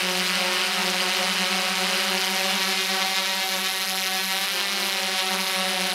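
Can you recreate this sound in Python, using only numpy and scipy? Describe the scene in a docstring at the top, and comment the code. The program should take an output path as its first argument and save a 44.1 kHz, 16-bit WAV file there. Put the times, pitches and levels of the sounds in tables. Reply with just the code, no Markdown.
"""A buzzing blade hum that beats against itself: a multirotor drone in flight, heard from its own camera.
Two near propellers give each blade a thump, a slap and a spit of hiss; six far ones hum, duller.
All eight are two-bladed and drift in speed; a turn spreads the speeds apart briefly.
Behind them: a singing fourth order, shifting hiss bands, motor switching tones, rush of downwash."""
import sys
import numpy as np
from scipy import signal
from scipy.fft import rfft, irfft, next_fast_len
from scipy.io import wavfile
from scipy.ndimage import map_coordinates

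SR = 44100
rng = np.random.default_rng(int(sys.argv[2]) if len(sys.argv) > 2 else 0)


def pcm_store(signal):
    """Save signal as 16-bit PCM."""
    levels = np.round(np.clip(np.atleast_2d(signal), -1, 1) * 32767)
    wavfile.write(sys.argv[1], SR, levels.astype(np.int16).T)


N = 261947

# near pair, blade rates before steering, one curve a propeller: [t/s, f/Hz]
NEAR_RATES = [
    [(0, 183.2), (.55, 181), (.75, 181.6), (.95, 185.8), (1.55, 184.4), (2.1, 187), (2.5, 189.8),
     (3.2, 190.5), (3.55, 189.4), (3.85, 189.7), (4.08, 188.3), (4.25, 190), (4.66, 189), (5.27, 187.9),
     (5.94, 186.8)],
    [(0, 190.2), (.35, 190.6), (.65, 192.2), (1.05, 188.6), (1.3, 191.3), (1.5, 190.4), (1.93, 192.7),
     (2.1, 189.2), (2.35, 189.2), (2.55, 190.5), (3.3, 190), (3.8, 188.4), (4.2, 190), (4.66, 187.4),
     (5.27, 187.2), (5.94, 187.2)],
]
# head start of each near propeller: [blades]
NEAR_LEAD_BLADES = (0, .58)
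# three faster far propellers, blade rates before steering: [t/s, f/Hz]
FAST_RATES = [
    [(0, 201.3), (.55, 199.6), (1.2, 203.7), (1.5, 201), (1.85, 203), (2.2, 200.5), (2.52, 203.5),
     (2.85, 201.5), (3.45, 201), (4.05, 197.6), (4.66, 197.4), (5.27, 199)],
    [(0, 200), (2, 198.5), (3, 196.6), (3.6, 196.3), (3.95, 195), (4.66, 196.3), (5.27, 195.3), (5.94, 197)],
    [(0, 190), (.75, 191), (1.1, 193.2), (1.5, 192), (2.5, 194.6), (3.6, 191.3), (4.5, 190.3), (5.27, 192),
     (5.94, 191.3)],
]
# three slower far propellers, blade rates before steering: [t/s, f/Hz]
SLOW_RATES = [
    [(0, 182.3), (.8, 182), (1.1, 179.2), (1.3, 182.7), (1.85, 183), (2.2, 184.5), (2.45, 184),
     (3.05, 186.8), (4, 186), (4.3, 188), (4.66, 186.7)],
    [(0, 182.5), (.3, 183.7), (.7, 180), (1.1, 183), (2, 186), (2.5, 188.5), (3.1, 190), (3.9, 188.5),
     (4.66, 189.5), (5.27, 187)],
    [(0, 183.5), (.6, 183), (1.4, 184), (2, 186.3), (2.4, 189), (3, 190.3), (3.8, 188.8), (4.3, 189),
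     (5.94, 187)],
]
# steering, a turn then its overshoot; speeds four propellers up, slows four: [t/s, blade rate shift/Hz]
STEERING = [(4.3, 0), (4.5, 6.5), (4.66, 9), (4.82, 7), (5.05, 2), (5.27, 0), (5.48, 2.8), (5.65, -1),
            (5.8, -3.8), (5.94, -3.3)]
# way of spin: steering speeds the propeller up (1) or slows it (-1)
NEAR_SPIN, FAST_SPIN, SLOW_SPIN = (1, -1), (1, -1, 1), (-1, -1, 1)
# motor hunting round the set speed: scale of lead or lag, random knots per second
NEAR_HUNT_BLADES, FAR_HUNT_BLADES, HUNT_KNOTS_PER_S = .008, .022, 7

# unsteadiness of the air entering the propellers: [t/s, level/dB]
TURBULENCE = [(0, 0.5), (1, 2.5), (2.3, 0.5), (3, 2.5), (3.8, 4), (4.3, 0.5), (4.7, 0), (5.2, 1),
              (5.94, -2)]
# gain on the near thump and the far propellers: [t/s, level/dB]
HUM = [(0, 1.5), (2.2, 1.9), (3.2, -0.5), (3.75, -4), (4.3, -3), (5.2, -1.5), (5.94, -0.5)]
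# level of the blade slaps: [t/s, level/dB]
SLAP_LEVEL = [(0, -30.5), (1.3, -29.5), (2.3, -29.5), (2.65, -26.7), (3.4, -27.5), (3.9, -29), (4.3, -27.5),
              (4.6, -28.5), (5.05, -29.5), (5.28, -28.5), (5.94, -29.5)]
# level of the swish of the wake: [t/s, level/dB]
SWISH_LEVEL = [(0, -29), (.4, -27.8), (1.4, -29.5), (1.9, -28.3), (2.4, -31), (3, -35), (3.7, -39.5),
               (4.3, -40), (4.5, -34), (5.2, -34.5), (5.94, -32.5)]
# level of the tips' hiss: [t/s, level/dB]
HISS_LEVEL = [(0, -33), (2.5, -32.5), (3.3, -33), (4.2, -34), (4.6, -34), (5.94, -35.5)]
# level of the tips' finest fizz: [t/s, level/dB]
FIZZ_LEVEL = [(0, -42), (1.85, -43.5), (1.97, -41), (2.62, -41.5), (2.78, -42), (3.5, -39.5), (4.05, -39),
              (4.48, -37), (4.65, -41.5), (4.85, -38), (5.03, -43.5), (5.42, -39.5), (5.7, -41.5),
              (5.94, -42)]
# level of the singing fourth order: [t/s, level/dB]
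TONE_LEVEL = [(0, -44), (2.1, -46), (2.5, -39.5), (3, -38.5), (3.5, -40.5), (3.85, -43), (4.12, -36),
              (4.35, -36), (4.6, -47), (4.95, -42), (5.25, -34), (5.55, -38.5), (5.94, -37.5)]
# bands of blade hiss: [centre f/Hz, width/Hz, level curve [t/s, level/dB]]
HISS_BANDS = [ (3800, 1100, [(0, -44), (2.2, -46), (2.7, -34), (3.7, -36), (4.3, -43), (4.6, -36.5),
              (5.94, -36.5)]), (10000, 970, [(0, -52), (3, -48), (3.7, -50), (4.9, -49), (5.25, -42),
              (5.94, -45)]), (11300, 1800, [(0, -57), (2.6, -44), (3.3, -48.5), (3.7, -40), (4.52, -44),
              (4.65, -54), (5.94, -52)])]

# spectrum of the near thump: [f/Hz, level/dB]
THUMP = [(60, -32.5), (130, 2), (190, 8.5), (260, 9.5), (380, 8), (570, 10), (760, 7.5), (950, 8),
         (1200, -9.5), (2000, -16), (9000, -56)]
# spectrum of the near slap: [f/Hz, level/dB]
SLAP = [(400, -26.5), (800, -5), (1100, -2.5), (1400, -2), (1750, 1.5), (2150, 4.5), (2600, 1.5),
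        (3050, 2.5), (3450, 1.5), (3800, 3.5), (4180, 4.5), (4400, -4.5), (5100, -1.5), (5500, -2),
        (5750, -5), (6500, -10.5), (9000, -26), (15000, -45)]
# spectrum of the wake swish: [f/Hz, level/dB]
SWISH = [(60, -38), (200, -35), (400, -10.5), (800, -15), (1300, -1.5), (1800, -4.5), (2400, 1.5),
         (3050, 5), (3450, -8), (3750, -6), (4120, -0.5), (4400, -5), (4850, 0), (5500, -17.5), (6500, -22),
         (9000, -11), (15000, -41)]
# spectrum of the tip hiss: [f/Hz, level/dB]
HISS = [(1000, -21), (2500, 1.5), (4500, 11.5), (6000, 8), (7500, 2.5), (9500, -7), (12000, -34),
        (16000, -23)]
# spectrum of the tip fizz: [f/Hz, level/dB]
FIZZ = [(6000, -30), (8500, -9), (10300, -0.5), (12000, 0), (13000, -1.5), (14000, -4), (15700, -14)]
# spectrum of the faster far propellers: [f/Hz, level/dB]
HUM_FAST = [(90, -22.5), (200, 4.5), (400, -3.5), (600, -5), (800, 0.5), (1000, -0.5), (1300, 0.5),
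            (2000, -0.5), (3000, -4), (4100, -8), (5000, -15.5), (9000, -26.5)]
# spectrum of the slower far propellers: [f/Hz, level/dB]
HUM_SLOW = [(90, -28.5), (185, 1), (370, 2.5), (550, 4), (740, 4), (950, 1), (1300, 1.5), (1700, -0.5),
            (3000, -2.5), (5000, -24), (9000, -34.5)]
# spectrum of the downwash: [f/Hz, level/dB]
AIR = [(20, -18), (60, -23), (110, -12.5), (170, -1), (300, 2), (600, 8), (2000, 8), (6000, -17),
       (15000, -26)]
# motor switching tones round SWITCH_HZ: [offset/multiples of blade rate, level/dB rms before wobble]
SIDEBANDS = [(-1, -63), (0, -62), (2, -61), (3, -63), (4, -57), (5, -58.5), (6, -56), (7, -58.5),
             (9, -57.5), (10, -57), (11, -61), (12, -62), (13, -63)]
SWITCH_HZ = 8041

# levels before the HUM gain: near thump, each far propeller
THUMP_DB, FAST_DB, SLOW_DB = -38.5, (-39.5, -46, -38.5), (-37.5, -40.5, -38.5)
# second near propeller relative to the first
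SECOND_THUMP_DB, SECOND_SLAP_DB, SECOND_HISS_DB = -2.5, -4.5, -12
# difference between the two blades of a propeller, plus or minus, as a share of pulse size
THUMP_IMBALANCE, SLAP_IMBALANCE, FAR_IMBALANCE = 0.095, 0.081, 0.098
SWAY_BLADES = .0085  # timing shift of the slaps by eddies, before turbulence
TIP_WIDTH_PERIODS = .04  # Gaussian sigma of a tip's spit, in blade periods
# shell: extra delay of the treble, spacing of resonances, their delay ripple
SHELL_SPREAD_S, SHELL_SPACING_HZ, SHELL_LINGER_S = 0.00046, 1400, .0005
# brief level dip of all propeller sound; half width at 1/e of the depth in dB
DIP_S, DIP_WIDTH_S, DIP_DB = 4.5, 0.027, -2
# camera response: notch centres, half width, band limit
NOTCHES_HZ, NOTCH_HALF_WIDTH_HZ, TOP_HZ = (3980, 4640, 5530), 20, 15780


def amp(db):
    """Decibels to gain."""
    return 10 ** (np.asarray(db) / 20)


def unit(x):
    """Scale to rms 1."""
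    return x / np.sqrt(np.mean(x ** 2) + 1e-20)


def curves(rows):
    """Interpolate each column after the time to one value per sample."""
    time_s, *columns = np.transpose(rows)
    return [np.interp(np.arange(N) / SR, time_s, column) for column in columns]


def gain_curve(rows):
    """Gain per sample from a [t/s, level/dB] table."""
    return amp(curves(rows)[0])


def wobble(knots_per_s):
    """Smooth random curve: a spline through normal random knots."""
    knots = rng.standard_normal(int(N * knots_per_s / SR) + 4)
    return map_coordinates(knots, [np.arange(N) * knots_per_s / SR])


def coloured(x, spectrum, size=4096):
    """Minimum-phase filter through the spectrum's points, output at rms 1."""
    hz, db = np.transpose(spectrum)
    log_bins = np.log(np.fft.rfftfreq(size, 1 / SR) + 1)
    gain = amp(np.interp(log_bins, np.log(hz), db))
    # folding the cepstrum onto positive time makes the filter causal
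    cepstrum = irfft(np.log(gain))
    cepstrum[1:size // 2] *= 2
    cepstrum[size // 2 + 1:] = 0
    impulse_response = irfft(np.exp(rfft(cepstrum)))
    return unit(signal.fftconvolve(x - x.mean(), impulse_response)[:N])


def dispersed(x):
    """The shell smears a pulse: treble arrives later than bass, and resonances linger."""
    m = next_fast_len(N + SR // 2)
    hz = np.fft.rfftfreq(m, 1 / SR)
    delay_s = SHELL_SPREAD_S * np.tanh(hz / 3500)
    delay_s = delay_s + SHELL_LINGER_S * np.cos(2 * np.pi * hz / SHELL_SPACING_HZ)
    # phase is the integral of group delay over frequency
    phase = 2 * np.pi * np.cumsum(delay_s) * hz[1]
    return irfft(rfft(x, m) * np.exp(-1j * phase), m)[:N]


def resonance(x, centre_hz, width_hz):
    """One resonance applied twice for steep flanks, output at rms 1."""
    b, a = signal.iirpeak(min(centre_hz, .45 * SR), centre_hz / width_hz, SR)
    once = signal.lfilter(b, a, x)
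    return unit(signal.lfilter(b, a, once))


def blade_count(rates, spin, lead_blades, hunt_blades):
    """Blades gone by at each sample: own rate plus or minus steering, integrated, with hunting."""
    rate_hz = curves(rates)[0] + spin * curves(STEERING)[0]
    return np.cumsum(rate_hz) / SR + lead_blades + hunt_blades * wobble(HUNT_KNOTS_PER_S)


def slaps(passes, stir, scatter_db, jitter_s, imbalance):
    """One suction pulse a blade; the two blades differ, eddies scatter size and timing."""
    blade = np.arange(1, int(passes[-1]))
    at = np.interp(blade, passes, np.arange(N))
    size_chance, time_chance = rng.standard_normal((len(blade), 2)).T * stir[at.astype(int)]
    size = amp(scatter_db * size_chance) * (1 + imbalance * (-1) ** blade)
    at = np.clip(at + jitter_s * SR * time_chance, 0, N - 2)
    # split each pulse over two samples to keep its fractional time
    whole, part = at.astype(int), at % 1
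    first = np.bincount(whole, size * (1 - part), N)
    second = np.bincount(whole + 1, size * part, N)
    return -first - second


def spits(passes, early, width, between):
    """Noise flaring as each blade sweeps by; early and width in blade periods, between a gain floor."""
    offset = (passes + early + .5) % 1 - .5
    flare = np.exp(-.5 * (offset / width) ** 2)
    return (flare + between) * rng.standard_normal(N)


def near_thump(pair, stir):
    """Soft low pressure pulse of each blade, wandering in time and level with turbulence."""
    total = np.zeros(N)
    beats = [passes + .09 + .02 * stir * wobble(12) for passes in pair]
    for passes, db in zip(beats, (0, SECOND_THUMP_DB)):
        pulses = slaps(passes, stir, scatter_db=0.48, jitter_s=.000015, imbalance=THUMP_IMBALANCE)
        total += pulses * amp(db + 1.3 * stir * wobble(14))
    return coloured(total, THUMP)


def near_slap(pair, stir):
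    """Sharp pulse of each blade; eddies lasting several blades widen the high harmonics."""
    total = np.zeros(N)
    swayed = [passes + SWAY_BLADES * np.sqrt(stir) * wobble(55) for passes in pair]
    for passes, db in zip(swayed, (0, SECOND_SLAP_DB)):
        pulses = slaps(passes, stir, scatter_db=0.5, jitter_s=.00001, imbalance=SLAP_IMBALANCE)
        total += pulses * amp(db + 1.55 * stir * wobble(40))
    return coloured(dispersed(total), SLAP)


def wake_swish(pair):
    """Wake noise that flares just after each blade."""
    flares = sum(spits(passes, early=-0.031, width=0.081, between=0.4) for passes in pair)
    return coloured(flares * amp(1.2 * wobble(11)), SWISH)


def tip_noise(pair):
    """Unfiltered noise of the blade tips, a short spit just ahead of each slap."""
    total = np.zeros(N)
    for passes, db in zip(pair, (0, SECOND_HISS_DB)):
        spit = spits(passes, early=0.052, width=TIP_WIDTH_PERIODS, between=0.2)
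        total += spit * amp(db + 1.3 * wobble(70) + 0.22 * wobble(8))
    return total


def near_propellers(pair, stir, hum):
    """Each blade's loading pulse, wake and tip add up: thump, slap, swish, hiss and fizz."""
    tips = tip_noise(pair)
    return (amp(THUMP_DB) * hum * near_thump(pair, stir)
            - gain_curve(SLAP_LEVEL) * near_slap(pair, stir)
            + gain_curve(SWISH_LEVEL) * wake_swish(pair)
            + gain_curve(HISS_LEVEL) * coloured(tips, HISS)
            + gain_curve(FIZZ_LEVEL) * coloured(tips, FIZZ))


def singing_tone(passes, stir):
    """Sine at four times the blade rate of one propeller; flutters more in rough air."""
    flutter = amp(1.6 * stir ** 2 * wobble(16))
    phase = 2 * np.pi * 4 * passes + .3 * stir * wobble(16)
    return gain_curve(TONE_LEVEL) * unit(flutter * np.sin(phase))


def hiss_bands(passes):
    """Resonant bands of blade hiss swell and fade, so its colour shifts."""
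    total = np.zeros(N)
    for centre_hz, width_hz, level in HISS_BANDS:
        noise = spits(passes, early=0.016, width=0.06, between=0.18)
        total += gain_curve(level) * resonance(noise, centre_hz, width_hz)
    return total


def far_propellers(rate_curves, spins, levels_db, spectrum, stir):
    """The hull shades a far group, leaving mostly low orders; unequal blades add shaft tones halfway."""
    total = np.zeros(N)
    for rates, spin, db in zip(rate_curves, spins, levels_db):
        passes = blade_count(rates, spin, rng.random(), FAR_HUNT_BLADES)
        passes = passes + 0.0091 * stir * wobble(30)
        pulses = slaps(passes, stir, scatter_db=0.12, jitter_s=.000012, imbalance=FAR_IMBALANCE)
        unsteady = pulses * amp(2.43 * stir * wobble(14))
        total += amp(db) * coloured(unsteady, spectrum)
    return total


def motor_whine(passes):
    """The speed controller chops the current at a fixed rate; turning magnets add sidebands."""
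    chop_cycles = SWITCH_HZ * np.arange(N) / SR
    tones = np.zeros(N)
    for order, db in SIDEBANDS:
        cycles = chop_cycles + order * passes + rng.random()
        tones += amp(db) * np.sqrt(2) * np.sin(2 * np.pi * cycles)
    return tones * amp(1.5 * wobble(8))


def airflow(stir):
    """Rush of the downwash round the camera: filtered noise that follows turbulence."""
    level = amp(-46.5 + 2.3 * wobble(8.1)) * stir ** 0.67
    return level * coloured(rng.standard_normal(N), AIR)


def scene():
    """Eight propellers hold their own speeds and follow one steering command in the same stirred air."""
    stir, hum = gain_curve(TURBULENCE), gain_curve(HUM)
    pair = [blade_count(rates, spin, lead, NEAR_HUNT_BLADES)
            for rates, spin, lead in zip(NEAR_RATES, NEAR_SPIN, NEAR_LEAD_BLADES)]
    near = near_propellers(pair, stir, hum)
    near = near + singing_tone(pair[0], stir) + hiss_bands(pair[0])
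    fast = far_propellers(FAST_RATES, FAST_SPIN, FAST_DB, HUM_FAST, stir)
    slow = far_propellers(SLOW_RATES, SLOW_SPIN, SLOW_DB, HUM_SLOW, stir)
    propellers = near + hum * (fast + slow)
    time_s = np.arange(N) / SR
    dip = amp(DIP_DB * np.exp(-((time_s - DIP_S) / DIP_WIDTH_S) ** 2))
    return (dip * propellers + motor_whine(pair[0]) + airflow(stir))[None]


def record(dry):
    """The camera notches out three narrow bands and keeps nothing above its band limit."""
    m = next_fast_len(N + SR // 2)
    hz = np.fft.rfftfreq(m, 1 / SR)
    notches = np.prod([(hz - c) / (hz - c - 1j * NOTCH_HALF_WIDTH_HZ) for c in NOTCHES_HZ], axis=0)
    return irfft(rfft(dry, m) * notches * (hz < TOP_HZ), m)[..., :N]


dry = scene()
out = record(dry)
pcm_store(out)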